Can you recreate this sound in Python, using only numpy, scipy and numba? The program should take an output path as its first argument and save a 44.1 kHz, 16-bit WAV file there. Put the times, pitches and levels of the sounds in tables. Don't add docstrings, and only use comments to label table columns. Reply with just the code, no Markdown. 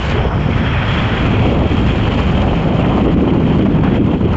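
import sys
import numpy as np
from scipy import signal
from scipy.fft import rfft, irfft
from scipy.io import wavfile
from scipy.ndimage import uniform_filter1d, minimum_filter1d
from numba import njit

SR = 44100
rng = np.random.default_rng(int(sys.argv[2]) if len(sys.argv) > 2 else 0)


def transcribe(signal):
    frames = np.atleast_2d(signal).T
    limited = np.clip(frames, -1, 1)
    pcm = np.round(limited * 32767).astype(np.int16)
    wavfile.write(sys.argv[1], SR, pcm)


N = 192364

# time in seconds, rush in dB, hiss in dB, both before their trims.
PORT_FLOW = [(0, -26, -43.5), (.1, -21.5, -39), (.19, -25, -51.5), (.33, -31.5, -53.5), (.58, -23.5, -48.5),
             (.8, -21, -52.5), (.93, -20, -43.5), (1.1, -21.5, -47.5), (1.34, -23, -45.5),
             (1.62, -26.5, -49.5), (1.76, -24.5, -45.5), (2.2, -24, -45), (2.7, -28.5, -50),
             (2.88, -27, -48.5), (3.2, -31, -53), (3.52, -28.5, -50.5), (3.74, -32, -55),
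             (3.815, -34, -55.5), (3.85, -28, -51.5), (3.92, -28, -53), (4.02, -32, -53.5),
             (4.28, -32.5, -55), (4.36, -27.5, -47)]
RUSH_TRIM_DB, HISS_TRIM_DB = -0.03, 1
# frequency in Hz, density in dB per Hz.
BUFFET_COLOUR = [(12, -49.5), (25, -12.5), (40, -6.5), (60, 0), (78, 0.5), (115, -3), (150, -9),
                 (260, -15.5)]
# frequency in Hz, density in dB per Hz.
HISS_COLOUR = [(2800, -19.5), (3600, 4), (4000, 2.5), (4400, 2), (4750, -3), (5250, -3.5), (5900, -7.5),
               (7300, -6.5), (8200, -28)]
# frequency in Hz, density in dB per Hz.
GRAZING_COLOUR = [(400, 7), (900, 6), (1300, 3.5), (1650, -2), (2000, -0.5), (2800, -1.5), (3300, -6.5),
                  (3600, -14), (4400, -27.5)]
# frequency in Hz, density in dB per Hz.
HEAD_ON_COLOUR = [(220, 3), (380, -1), (600, -5), (950, -2), (1400, 0.5), (1900, -2.5), (2800, -8.5),
                  (3350, -11), (3650, -20.5), (4400, -27.5)]
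# time in seconds, share that hits head-on from 0 to 1.
HEAD_ON_SHARE = [(0, 0.54), (.3, 1), (.9, 0.78), (1.3, 0.45), (1.5, 0), (2.1, 0.21), (2.9, 0.05), (3.5, 0),
                 (3.74, 0.6), (3.88, 0.9), (4.05, 0.1), (4.36, 0)]
# width in Hz, average lift in dB.
PORT_RESONANCES = [(330, 3.5), (240, 7.5)]
# time in seconds, lower centre in Hz, upper centre in Hz.
PORT_CENTRES = [(0, 2400, 3050), (.6, 2400, 3220), (1, 2480, 3270), (1.499, 2470, 3260), (2.3, 2490, 3130),
                (2.8, 2430, 3130), (3.5, 2430, 3130), (4, 2500, 3240), (4.36, 2600, 3170)]
PORT_WAVER_DB = 2
# time in seconds, depth from 0 in clean air to 1 at its deepest.
WAKE_DEPTH = [(0, 0.31), (.5, 0.41), (.95, 0.15), (1.18, 0.35), (1.28, 0.6), (1.55, 0.41), (2.1, 0.74),
              (2.55, 0.56), (3.05, 0.55), (3.95, 0.82), (4.36, 1)]
ROAR_DB, ROAR_HZ, FLUTTER_DB = (-29, -23.5), (560, 333), (-0.1, 6.5)
ROAR_WIDTH = 1.61
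# start in seconds,
# length in seconds, lift in dB, centre in Hz, width per filter pass as a share of the centre.
ROAR_GUSTS = [(0.164, 0.17, 7, 400, 1.9), (0.289, 0.12, 2.5, 830, 1.35), (1.409, 0.3, 4.5, 495, 0.77),
              (2.039, 0.24, 2.5, 467, 1.5), (2.361, 0.473, 5, 495, 0.98), (2.785, 0.33, 4.5, 550, 1)]
GUST_ATTACK_S, GUST_RELEASE_S = 0.013, 0.09
# middle in seconds, length in seconds, dip of rush and hiss in dB,
# dip of the roar in dB, dip of the large eddies in dB; a negative dip is a lift.
WIND_LULLS = [(0.302, .07, 3, 1.5, 2), (.535, 0.057, 1, 2, 4.5), (0.856, .06, 0.5, 10, 4),
              (1.101, 0.056, 0.5, -3, 7.5), (1.175, 0.075, -2, -1, 5), (1.688, 0.045, 2, 9, 11.5),
              (1.95, 0.047, 2.5, -3, 6.5), (2.13, 0.069, -0.5, 3, 3), (2.574, 0.08, -2.5, 9, -0.5),
              (3.03, 0.032, 0, 11, -1), (3.163, .06, 4, 4, -1.5), (3.262, 0.037, 4, 3.5, 2.5),
              (3.305, 0.032, -2.5, -1, 0.5), (3.392, .03, 3.5, 5, 2), (3.642, 0.035, 2, 11, -0.5),
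              (3.721, 0.06, -1.5, 5.5, 1), (4.033, 0.1, 2, 4.5, -1), (4.188, 0.056, 5, 22, 5.5),
              (4.25, 0.033, 0.5, 8, -5)]
# time in seconds, level in dB.
BUFFET_LEVEL = [(0, -19.5), (.24, -13.5), (.38, -18), (.62, -18.5), (1.05, -18), (1.5, -15), (2.45, -14.5),
                (2.7, -18.5), (3.2, -17), (4.1, -20.5), (4.3, -15)]
# time in seconds, average shedding rate in Hz, level in dB.
BODY_SHEDDING = [(0, 130, -22.5), (.3, 129, -20.5), (.5, 112, -13.5), (.75, 120, -17.5), (1.05, 137, -17),
                 (1.3, 174, -14.5), (1.55, 195, -14.5), (1.85, 181, -16.5), (2.05, 202, -18.5),
                 (2.25, 163, -17.5), (2.55, 169, -16), (2.85, 200, -14), (3.15, 206, -12.5),
                 (3.65, 183, -11.5), (3.95, 198, -13), (4.15, 197, -13.5), (4.36, 177, -19)]
BODY_SPAN_S = .035
# start in seconds, length in seconds,
# level in dB before the trim (a very short slap stays under it), centre in Hz.
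SLAPS = [(0.148, 0.043, -19.5, 390), (0.251, 0.027, -19, 417), (.312, 0.048, -22.5, 784),
         (.37, .03, -22.5, 740), (.388, 0.023, -14, 300), (0.486, 0.03, -16, 337), (1.424, 0.048, -22, 580),
         (1.518, 0.029, -21, 320), (1.54, 0.053, -25, 620), (1.613, 0.022, -16, 560),
         (1.651, 0.027, -21.5, 520), (2.069, 0.02, -23, 700), (2.412, 0.015, -33, 750),
         (2.529, 0.022, -19, 760), (2.845, 0.023, -24, 1420), (2.91, 0.031, -22, 750),
         (2.977, 0.028, -18.5, 780), (3.06, 0.054, -14, 293), (3.143, .025, -19.5, 288),
         (3.188, 0.063, -25, 590), (3.242, 0.024, -25, 560), (3.266, 0.035, -22.5, 654),
         (3.32, 0.061, -26, 795), (3.401, 0.021, -21.5, 745), (3.506, 0.068, -25.5, 860),
         (3.654, 0.032, -26, 710), (3.825, 0.077, -24.5, 800), (3.913, 0.024, -9.5, 265),
         (4.081, .025, -24, 700), (4.131, 0.025, -22.5, 795), (4.189, 0.01, -30, 800),
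         (4.226, 0.015, -14, 323), (4.257, .035, -30.5, 700), (4.338, 0.052, -25, 1100)]
SLAP_TRIM_DB, SLAP_ATTACK_S, SLAP_RELEASE_S = -0.5, .003, .02
SLAP_WIDTH = 0.74
WHISTLE_START_S, WHISTLE_LENGTH_S, WHISTLE_FADE_S = 0.174, 1.2, .35
WHISTLE_DB, WHISTLE_HZ = -53.5, 5300
WHISTLE_WIDTH = 0.17
CUTOFF_HZ = 8400


def from_db(db):
    return 10 ** (np.asarray(db) / 20)


def rms_one(x):
    return x / np.sqrt(np.mean(x ** 2) + 1e-20)


def in_time(rows):
    seconds, *columns = np.transpose(rows)
    now = np.arange(N) / SR
    return [np.interp(now, seconds, column) for column in columns]


def between(ends, share):
    return ends[0] + (ends[1] - ends[0]) * share


def swell(middle_s, length_s):
    phase = np.clip((np.arange(N) / SR - middle_s) / length_s, -.5, .5)
    return np.cos(np.pi * phase) ** 2


def gust_shape(start_s, length_s, attack_s, release_s):
    since = np.arange(N) / SR - start_s
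    rise, fall = since / attack_s, (length_s - since) / release_s
    return np.clip(np.minimum(rise, fall), 0, 1)


def drift(rate_hz):
    lowpass = signal.butter(2, rate_hz, fs=SR, output="sos")
    slow = signal.sosfilt(lowpass, rng.standard_normal(N + SR))
    return rms_one(slow[SR:])


def turbulence(colour):
    hz, db = np.transpose(colour)
    octaves = np.log2(np.maximum(np.arange(N // 2 + 1) * SR / N, 1))
    beyond = np.abs(octaves - np.clip(octaves, np.log2(hz[0]), np.log2(hz[-1])))
    shape = from_db(np.interp(octaves, np.log2(hz), db) - 30 * beyond)
    return rms_one(irfft(rfft(rng.standard_normal(N)) * shape, N))


def sustained(x, span_s):
    size = max(int(span_s * SR), 2)
    power = uniform_filter1d(uniform_filter1d(x ** 2, size), size)
    return x / np.sqrt(power + 1e-12)


def fluttering(x, shared_db, own_db):
    return x * from_db(shared_db + own_db * drift(rate_hz=100))


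def below(x, edge_hz):
    return signal.sosfilt(signal.butter(4, edge_hz, fs=SR, output="sos"), x)


@njit
def gliding_resonance(x, angle, radius):
    y = np.zeros(len(x))
    for i in range(2, len(x)):
        kept = radius[i] ** 2
        drive = (1 - kept) / 2 * (x[i] - x[i - 2])
        y[i] = drive + (1 + kept) * np.cos(angle[i]) * y[i - 1] - kept * y[i - 2]
    return y


def vortices(centre_hz, width_share, wander_db):
    hz = centre_hz * from_db(wander_db * drift(rate_hz=16.6))
    angle = 2 * np.pi * hz / SR
    radius = np.exp(-np.pi * width_share * hz / SR)
    once = gliding_resonance(rng.standard_normal(N), angle, radius)
    return gliding_resonance(once, angle, radius)


def whistle():
    blown = gust_shape(WHISTLE_START_S, WHISTLE_LENGTH_S, GUST_ATTACK_S, WHISTLE_FADE_S)
    band = rms_one(vortices(WHISTLE_HZ, WHISTLE_WIDTH, wander_db=0.06))
    return from_db(WHISTLE_DB) * blown * band


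def hiss(flutter_db):
    _, level_db = in_time(PORT_FLOW)
    fine = fluttering(turbulence(HISS_COLOUR), .5 * flutter_db, own_db=1.3)
    return from_db(level_db + HISS_TRIM_DB) * sustained(fine, span_s=0.22)


def port(x):
    for centre_hz, (width_hz, lift_db) in zip(in_time(PORT_CENTRES), PORT_RESONANCES):
        lift = from_db(lift_db + PORT_WAVER_DB * drift(rate_hz=12))
        radius = np.full(N, np.exp(-np.pi * width_hz / SR))
        ring = gliding_resonance(x, 2 * np.pi * centre_hz / SR, radius)
        x = x + (lift - 1) * ring
    return x


def rush(flutter_db):
    level_db, _ = in_time(PORT_FLOW)
    share, = in_time(HEAD_ON_SHARE)
    grazing = np.sqrt(1 - share) * turbulence(GRAZING_COLOUR)
    head_on = np.sqrt(share) * turbulence(HEAD_ON_COLOUR)
    rung = fluttering(port(grazing + head_on), 0.26 * flutter_db, own_db=0.94)
    return from_db(level_db + RUSH_TRIM_DB) * sustained(rung, span_s=0.11)


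def slaps(flutter_db):
    pushes = np.array([
        from_db(level_db + SLAP_TRIM_DB) * gust_shape(start_s, length_s, SLAP_ATTACK_S, SLAP_RELEASE_S)
        for start_s, length_s, level_db, _ in SLAPS])
    strongest = pushes.argmax(axis=0)
    centre_hz = np.array(SLAPS)[strongest, 3]
    burst = below(vortices(centre_hz, SLAP_WIDTH, wander_db=0.24), edge_hz=2540)
    rough = fluttering(burst, 0.44 * flutter_db, own_db=1.0)
    return pushes.max(axis=0) * sustained(rough, span_s=0.0097)


def roar(wake, flutter_db):
    level_db, centre_hz, width = between(ROAR_DB, wake), between(ROAR_HZ, wake), ROAR_WIDTH
    for start_s, length_s, lift_db, gust_hz, gust_width in ROAR_GUSTS:
        gust = gust_shape(start_s, length_s, GUST_ATTACK_S, GUST_RELEASE_S)
        level_db = level_db + lift_db * gust
        centre_hz = between((centre_hz, gust_hz), gust)
        width = between((width, gust_width), gust)
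    churn = below(vortices(centre_hz, width, wander_db=0.86), edge_hz=1490)
    ragged = fluttering(churn, 0.46 * flutter_db, own_db=0.8)
    return from_db(level_db) * sustained(ragged, span_s=.045)


def drone():
    shed_hz, level_db = in_time(BODY_SHEDDING)
    shed = below(vortices(shed_hz, width_share=0.98, wander_db=1.18), edge_hz=555)
    return from_db(level_db) * sustained(shed, BODY_SPAN_S)


def buffet():
    level_db, = in_time(BUFFET_LEVEL)
    return from_db(level_db) * sustained(turbulence(BUFFET_COLOUR), BODY_SPAN_S)


def lulls():
    dip_db = sum(np.outer(dips_db, swell(middle_s, length_s)) for middle_s, length_s, *dips_db in WIND_LULLS)
    return from_db(-dip_db)


def scene():
    wake, = in_time(WAKE_DEPTH)
    wobble = rms_one(drift(rate_hz=140) + 1.5 * drift(rate_hz=22))
    flutter_db = between(FLUTTER_DB, wake) * wobble
    rush_left, roar_left, large_left = lulls()
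    fine = rush_left * (rush(flutter_db) + hiss(flutter_db))
    middling = roar_left * roar(wake, flutter_db)
    large = large_left * (buffet() + drone())
    mix = whistle() + fine + slaps(flutter_db) + middling + large
    return np.tile(mix, (2, 1))


def limiter(x, ceiling_db, hold_s):
    size = max(int(hold_s * SR), 2)
    peak = np.abs(x).max(axis=0)
    allowed = np.minimum(1, from_db(ceiling_db) / (peak + 1e-9))
    return x * uniform_filter1d(minimum_filter1d(allowed, size), size)


def record(dry):
    held = limiter(dry, ceiling_db=-2.0, hold_s=0.012)
    top_cut = signal.ellip(10, .1, 80, CUTOFF_HZ, fs=SR, output="sos")
    return signal.sosfilt(top_cut, held)


dry = scene()
out = record(dry)
transcribe(out)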